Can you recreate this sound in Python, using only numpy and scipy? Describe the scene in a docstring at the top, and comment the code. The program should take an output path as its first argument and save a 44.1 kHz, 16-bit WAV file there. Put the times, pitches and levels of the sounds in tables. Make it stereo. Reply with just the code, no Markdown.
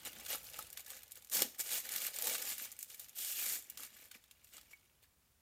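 """Soft crinkles first: fingers pick at a thin plastic bag over a desk. It rips open with a pop, the film
is peeled back, a handheld meter slides out and the bag is laid aside. Tiny creases buckle and crackle
over the hiss of sliding film, bigger folds snap, the stretched sheet drums low and fingers knock on
the meter's case. All of it sits close to a stereo microphone in a small, quiet room."""
import sys
import numpy as np
from scipy import signal
from scipy.fft import rfft, irfft
from scipy.io import wavfile
from scipy.ndimage import uniform_filter1d

SR = 44100
rng = np.random.default_rng(int(sys.argv[2]) if len(sys.argv) > 2 else 0)


def pcm_store(signal):
    """Save signal as 16-bit PCM."""
    levels = np.round(np.clip(np.atleast_2d(signal), -1, 1) * 32767)
    wavfile.write(sys.argv[1], SR, levels.astype(np.int16).T)


N = 238581

# EQ of the room tone: f/Hz, level/dB
ROOM_TONE_EQ = [(20, -21), (65, 2.5), (100, -4), (200, -11), (400, -17.5), (1000, -18), (3000, -22.5),
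                (16000, -21)]
# fader for the dull rub of gripping fingers: t/s, level/dB
GRIP_FADER = [(0, -62), (.65, -60.5), (1.0, -97), (1.45, -74), (1.9, -97)]
# EQ of that rub: f/Hz, level/dB
GRIP_EQ = [(25, -25), (70, -2.5), (170, -10.5), (600, -20)]
# finger knocks on the meter's case: t/s, peak level/dB
KNOCK_CUES = [(0.349, -37), (0.591, -36), (3.774, -58), (3.797, -49), (3.834, -49), (4.58, -62)]
# modes of the case: f/Hz, relative level/dB, t60/s
CASE_MODES = [(580, -19, 0.16), (864, 0.5, 0.066), (1160, -4, 0.065), (1304, 12, 0.043)]
# modes of a small hard thing on the desk: f/Hz, relative level/dB, t60/s
TINK_MODES = [(2230, 1, 0.052), (2550, -19, 0.048)]
# pull on the sheet: t/s, tautness/0-1, drumming level/dB relative to the hands' effort
SHEET_TENSION = [(0, 0.14, -20.5), (.3, 0.9, -20), (.85, 0.9, -20.5), (1.37, 0.53, -19),
                 (1.44, 0.28, -12.5), (1.62, 0.62, -20), (2.05, 0.65, -25.5), (2.25, 0.93, -12.5),
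                 (2.55, 0.61, -25.5), (3.0, 0.7, -18.5), (3.25, 0.73, -27.5), (3.6, 0.23, -19.5),
                 (4.7, 0.19, -21.5)]
# EQ of the taut sheet: f/Hz, level/dB
TAUT_EQ = [(150, -40), (410, -7.5), (500, 6.5), (570, 0), (635, 2), (720, -3.5), (830, 1), (1020, -14),
           (2500, -35)]
# EQ of the slack sheet: f/Hz, level/dB
SLACK_EQ = [(60, -20.5), (140, -14), (230, 1), (330, -3.5), (850, -10), (1020, -11.5), (2500, -28.5)]
# EQ of the film at the two microphone ports: f/Hz, left level/dB, right level/dB
FILM_EQ = [(302, -32.5, -31.5), (857, -13, -25), (980, -21.0, -20.0), (1264, -9.5, -11.5),
           (2210, -8.0, -6.0), (3450, -4.5, -5), (4000, -5.5, -5.0), (6300, -4.5, -3.5), (7390, -1.5, 2.0),
           (7130, -4.5, -3.5), (8820, -0.5, -0.5), (10980, -4, -4.0), (11440, -0.5, 2.0),
           (16000, 3.5, -5.5), (15250, -12.0, -27.5)]
# big folds snapping and film giving way: t/s, level/dB, brightness/dB
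SNAP_CUES = [(0.0629, -60, -19), (0.2494, -48.5, -5), (0.2623, -40.5, -8), (0.289, -49, 3),
             (0.3244, -48, -9), (0.5523, -53, -18), (0.5896, -40, 2.5), (0.7022, -50, 6), (0.7283, -46, 4),
             (0.773, -40.5, -6.5), (0.9031, -43, 0), (1.0318, -49.5, -4), (1.1191, -43.5, 10),
             (1.2471, -54, 24), (1.2978, -47, 0), (1.3545, -36, 3), (1.4037, -32.5, 14), (1.4201, -24, -5),
             (1.8902, -39, -3.5), (1.9608, -34, -2), (2.0661, -33.5, 2), (2.1864, -37, 1), (2.2222, -34, 5),
             (2.2701, -30.5, 0), (2.349, -33.5, -16), (2.423, -37.5, 0), (2.5809, -40.5, 13),
             (2.7172, -46, 4), (2.79, -41.5, 6), (2.828, -40, 7), (2.9959, -46, 27), (3.0941, -51, 11),
             (3.6997, -41.5, 32), (3.7736, -43, -6), (3.8327, -43.5, -11), (4.113, -47, -10),
             (4.239, -59.5, -12), (4.311, -53.5, -5), (4.4445, -56, -3.5), (4.5799, -50, -16),
             (4.612, -56.5, -8)]
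# fader for the faint rustle of the bag just being held: t/s, level/dB
HOLDING_FADER = [(0, -58), (0.3, -57), (1.25, -67.5), (1.55, -63.5), (2.3, -52), (2.66, -53.5), (2.76, -64),
                 (3.85, -63), (4.3, -72.5), (4.65, -66.5), (5.15, -82.5)]
# hand moves, each a burst of rustle: t/s, length/s, level/dB, brightness/dB
# (picking, the rip at 1.3 s, peeling from 1.6, a new grip at 2.8, meter out at 3.1, bag aside at 3.8)
MOVE_CUES = [ (0.043, 0.029, -41, -7), (0.136, 0.083, -54, -12), (0.274, 0.07, -37.5, -4),
             (0.425, 0.055, -50, 1), (0.506, 0.11, -51, -8.5), (0.752, 0.049, -52, -4.5),
             (0.84, 0.13, -51, -4), (1.144, 0.034, -53, -1.5), (1.308, 0.061, -32.5, 2),
             (1.324, 0.1, -35, -4), (1.58, 0.03, -34, 3.5), (1.626, 0.086, -42.5, -1),
             (1.684, 0.095, -35, 0), (1.819, 0.059, -47, -5.5), (1.887, 0.095, -39.5, -3.5),
             (1.984, 0.087, -38.5, -3.5), (2.12, 0.099, -43, 0), (2.214, 0.13, -36, -1),
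             (2.358, 0.095, -43, -3), (2.443, 0.083, -38.5, -1.5), (2.567, 0.081, -44, -2.5),
             (2.786, 0.037, -49, 5), (2.872, 0.07, -52, 2), (2.967, 0.07, -53, 2),
             (3.146, 0.19, -39.5, 2.5), (3.335, 0.215, -36.5, 3.5), (3.767, 0.088, -48.5, -0.5),
             (3.908, 0.15, -58, -4), (4.129, 0.025, -53.5, -7.5), (4.425, 0.079, -66, 2),
             (4.513, 0.056, -53.5, -6), (4.694, 0.0299, -58, -4), (5.017, 0.02, -60.5, -7)]
# crossfade from buckling to sliding: t/s, hiss share of the power/0-1
SLIDE_MIX = [(0, 0), (1.4, 0.25), (3.05, 0.28), (3.2, 0.76), (3.55, 0.19), (3.8, 0.28)]
# the bag's hollow rings, shifting as it opens and empties: t/s, f/Hz, boost/linear (0 = none)
HOLLOW_SWEEP = [(0, 3040, 0.47), (.35, 2180, 0.25), (1.4, 1910, 0.17), (2.9, 2380, 0.28),
                (3.25, 3300, 0.96), (3.52, 1911, 0.99), (4.2, 2265, 0.58)]

TOP_HZ = 15950


def undb(db):
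    """Decibels to gain."""
    return 10 ** (np.asarray(db) / 20)


def curve(table):
    """Each column of a table as straight ramps over time."""
    s, *columns = np.transpose(table)
    return [np.interp(np.arange(N) / SR, s, c) for c in columns]


def add(out, s, sound):
    """Mix a sound in at time s."""
    i = int(s * SR)
    out[:, i:i + sound.shape[-1]] += sound[..., :N - i]


def eq(x, hz, db, size=4096):
    """Minimum-phase EQ through f/Hz, level/dB points that keeps the power of white noise."""
    f = np.maximum(np.arange(size // 2 + 1) * SR / size, 1)
    gain = undb(np.interp(np.log(f), np.log(hz), db))
    gain /= np.hypot(1, (f / (TOP_HZ + 500)) ** 40)  # steep high cut
    cepstrum = irfft(np.log(gain / np.sqrt(np.mean(gain ** 2))))
    cepstrum[1:size // 2] *= 2
    cepstrum[size // 2 + 1:] = 0
    impulse = irfft(np.exp(rfft(cepstrum)))
    return np.apply_along_axis(signal.fftconvolve, -1, x, impulse)[..., :N]


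def brighten(x, db, split_hz=4500):
    """Tilt the power between the bands below and above the split."""
    low = signal.filtfilt(*signal.butter(2, split_hz, fs=SR), x)
    return (low + undb(db) * (x - low)) / np.sqrt(.14 + .86 * undb(db) ** 2)


def resonance(x, hz, width_hz):
    """One-pole ring with a swept centre, gain about 1 there."""
    turn = np.exp(2j * np.pi * np.cumsum(hz) / SR)
    keep = np.exp(-np.pi * width_hz / SR)
    return 2 * np.real(signal.lfilter([1 - keep], [1, -keep], x / turn) * turn)


def leveller(x, span_s):
    """Ride the power to about 1 over a span; faster transients stay."""
    power = uniform_filter1d(np.mean(x ** 2, axis=0), int(span_s * SR))
    return x / np.sqrt(np.maximum(power, 0) + np.mean(x ** 2) / 100)


def flicker(rate_hz, depth_db):
    """A gain that wanders at random."""
    hold = max(int(SR / rate_hz), 1)
    steps = np.repeat(rng.standard_normal(N // hold + 1), hold)
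    return undb(depth_db * uniform_filter1d(steps, hold)[:N])


def port_noise(alike_hz, size=N):
    """Noise at two close microphone ports: mono in the bass, wide in the treble."""
    mid, side = rng.standard_normal((2, size))
    side = signal.sosfilt(signal.butter(1, alike_hz, "high", fs=SR, output="sos"), side)
    return np.array([mid + side, mid - side]) / np.sqrt(2)


def room_tone(db):
    """The bed: a faint, bass-heavy hush."""
    return eq(port_noise(alike_hz=164), *np.transpose(ROOM_TONE_EQ)) * undb(db)


def room_reverb(x, tail_db, t60, size=16384):
    """Early reflections off an open box and the desk, then a faint short tail from the walls."""
    t = np.arange(size) / SR
    envelopes = np.exp(-t / .008) * (t > .001), undb(-60 * t / t60) * (t > .006)
    early, tail = (port_noise(alike_hz=1180, size=size) * e / np.linalg.norm(e) for e in envelopes)
    # small things throw back only the short waves
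    early = undb(-7.5) * signal.lfilter(*signal.butter(2, 700, "high", fs=SR), early)
    return x + signal.fftconvolve(x, early + undb(tail_db) * tail, axes=1)[:, :N]


def scatter(x, db, decay_s):
    """Moving film and desk clutter leave a brief, ever-changing tail behind each click."""
    keep = np.exp(-2 / (decay_s * SR))
    power = signal.lfilter([0, 1 - keep], [1, -keep], np.mean(x ** 2, axis=0) + 1e-18)
    return x + undb(db) * np.sqrt(power) * port_noise(alike_hz=1480, size=len(power))


def knock(modes, size=8192):
    """One blow rings a hard object's modes, each slightly detuned; peak 1."""
    t = np.arange(size) / SR
    ring = 0
    for hz, db, t60 in modes:
        detune = 1 + rng.normal() / 100
        ring += undb(db - 60 * t / t60) * np.sin(2 * np.pi * hz * detune * t)
    return ring / np.abs(ring).max()


def touches(tink_s, tink_db):
    """Fingers rub and knock the meter's case; the hand tinks a small hard thing on the desk."""
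    out = eq(port_noise(alike_hz=198.2), *np.transpose(GRIP_EQ)) * undb(curve(GRIP_FADER)[0])
    for s, db in KNOCK_CUES:
        add(out, s, undb(db) * knock(CASE_MODES))
    add(out, tink_s, undb(tink_db) * knock(TINK_MODES))
    return out


def sheet_drum(effort_db, pan_right_db):
    """Uneven tugs drum the film: a hollow note when taut, a low flutter when slack."""
    taut, drum_db = curve(SHEET_TENSION)
    taut, out = np.clip(taut, 0, 1), 0
    for share, spectrum in ((taut, TAUT_EQ), (1 - taut, SLACK_EQ)):
        tugs = leveller(port_noise(alike_hz=1970) * flicker(rate_hz=160, depth_db=5.5), span_s=0.044)
        out += eq(tugs * np.sqrt(share) * undb(effort_db + drum_db), *np.transpose(spectrum))
    return out * undb([[-pan_right_db], [pan_right_db]])


def rip_pop(s, db, taut_hz, slack_hz, fall_s, decay_s, size=6000):
    """The end of the bag rips off: the sheet pops, its pitch diving as the tension goes."""
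    out, t = np.zeros((2, N)), np.arange(size) / SR
    hz = slack_hz + (taut_hz - slack_hz) * np.exp(-t / fall_s)
    add(out, s, undb(db) * np.exp(-t / decay_s) * np.sin(2 * np.pi * np.cumsum(hz) / SR))
    return out


def hand_envelopes(attack_s=0.034, release_s=0.024, typical_move_s=0.1, holding_bright_db=-9):
    """Level/dB and brightness/dB of the rustle: moves swell, hold and fade; the loudest sets the tone."""
    t = np.arange(N) / SR
    power = undb(curve(HOLDING_FADER)[0]) ** 2
    tint = power * holding_bright_db
    for s, length_s, db, bright_db in MOVE_CUES:
        slowness = (length_s / typical_move_s) ** 0.4  # long moves start and stop more gently
        attack = np.clip((t - s) / (attack_s * slowness), 0, 1)
        decay = np.exp(-np.maximum(t - s - length_s, 0) / (release_s * slowness))
        move = (undb(db) * attack * decay) ** 2
        power += move
        tint += move * bright_db
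    return 10 * np.log10(power), tint / power


def small_snap_cues(level_db, per_s, until_s, typical_db, follow, count=200):
    """Small folds snap unevenly, louder under harder handling: t/s, level/dB, brightness/dB."""
    wait, strength, tint = rng.random((count, 3)).T
    times = (np.arange(count) + wait) / per_s
    effort_db = np.interp(times, np.arange(N) / SR, level_db - np.median(level_db))
    db = typical_db + follow * effort_db + 3 * (2 * strength - 1)
    bright_db = -1.5 + 5 * (2 * tint - 1)
    return np.column_stack([times, db, bright_db])[times < until_s]


def fold_snaps(cues, echo_db, grain_db, rise, size=2048):
    """A fold lets go in a run of slips that swells and dies; the desk slaps it back 1-2 ms later."""
    out, t = np.zeros((2, N)), np.arange(size) / SR
    for s, db, bright_db in cues:
        decay_s = 0.00074 * undb(-0.85 * bright_db)  # wide folds are dull and slow, narrow ones quick
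        swell = 1 - np.exp(-t / (rise * decay_s))
        grain = undb(grain_db * np.repeat(rng.standard_normal(size // 8), 8))
        burst = port_noise(alike_hz=1962, size=size) * swell * np.exp(-t / decay_s) * grain
        echo_lag = int(rng.uniform(0.00083, .002) * SR)
        burst += undb(echo_db) * np.roll(burst, echo_lag, axis=1)
        burst *= np.sqrt(2 * .006 * SR / np.sum(burst ** 2))  # the energy of 6 ms at unit power
        add(out, s, brighten(scatter(burst, db=-5.0, decay_s=0.0062), bright_db) * undb(db))
    return out


def creases(per_s, spread_db, ring_s, top_hz, size, lag_s=0.00014):
    """Creases buckle at random: each a tiny ping with its own pitch and stereo position."""
    starts = np.flatnonzero(rng.random(N - size) < per_s[:N - size] / SR)
    strength, pitch, place, lean = rng.random((len(starts), 4)).T[:, :, None]
    gain = undb(-spread_db * np.log(strength + .01))
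    samples = (starts[:, None] + np.arange(size)).ravel()
    ports = []
    for side in (1, -1):
        delay_s = lag_s * (1 + side * (2 * place - 1)) / 2
        t = np.maximum(np.arange(size) / SR - delay_s, 0)
        pan = 1 + side * (lean - .5)
        ping = gain * pan * np.exp(-t / ring_s) * np.sin(2 * np.pi * top_hz * pitch * t)
        ports.append(np.bincount(samples, ping.ravel(), N))
    return np.array(ports)


def rustle(level_db, bright_db):
    """Harder handling buckles more creases; film hisses on film; the bag's hollow colours both."""
    per_s = 2000 * undb(.4 * (level_db + 35))
    ticks = creases(per_s, spread_db=4.0, ring_s=0.00033, top_hz=TOP_HZ, size=64)
    ticks = leveller(scatter(ticks, db=-2.5, decay_s=0.0032), span_s=0.064)
    # wider facets of the film ring on for a few milliseconds
    facets = creases(per_s, spread_db=0.0, ring_s=0.0051, top_hz=8040, size=400)
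    crackle = leveller(ticks + undb(-6.0) * leveller(facets, span_s=0.105), span_s=0.036)
    hiss = leveller(port_noise(alike_hz=2030) * flicker(rate_hz=110, depth_db=-4.0), span_s=0.021)
    sliding = np.clip(curve(SLIDE_MIX)[0], 0, 1)
    film = np.sqrt(1 - sliding) * crackle + np.sqrt(sliding) * hiss
    hollow_hz, boost = curve(HOLLOW_SWEEP)
    film += boost * resonance(film, hollow_hz, width_hz=820)
    return brighten(film, bright_db + 1.02) * undb(level_db - 1.13)


def scene():
    """The mix: film, drumming, pop and touches through the room, over its quiet bed."""
    level_db, bright_db = hand_envelopes()
    small_cues = small_snap_cues(level_db, per_s=20, until_s=3.1, typical_db=-51.5, follow=0.48)
    crinkle = rustle(level_db, bright_db)
    crinkle += fold_snaps([*SNAP_CUES, *small_cues], echo_db=1, grain_db=4.5, rise=0.15)
    hz, *ports_db = np.transpose(FILM_EQ)
    film = np.array([eq(port, hz, db) for port, db in zip(crinkle, ports_db)])
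    # dull, heavy handling moves the whole sheet; light, bright handling hardly does
    drum = sheet_drum(level_db - bright_db, pan_right_db=2.5)
    pop = rip_pop(s=1.42, db=-32.5, taut_hz=588, slack_hz=220, fall_s=0.005, decay_s=0.0049)
    foley = film + drum + pop + touches(tink_s=4.7335, tink_db=-46)
    return room_tone(db=-71) + room_reverb(foley, tail_db=-14, t60=0.36)


def record(dry):
    """A steep high cut on the whole mix."""
    return signal.sosfilt(signal.ellip(10, .2, 70, TOP_HZ, fs=SR, output="sos"), dry)


dry = scene()
out = record(dry)
pcm_store(out)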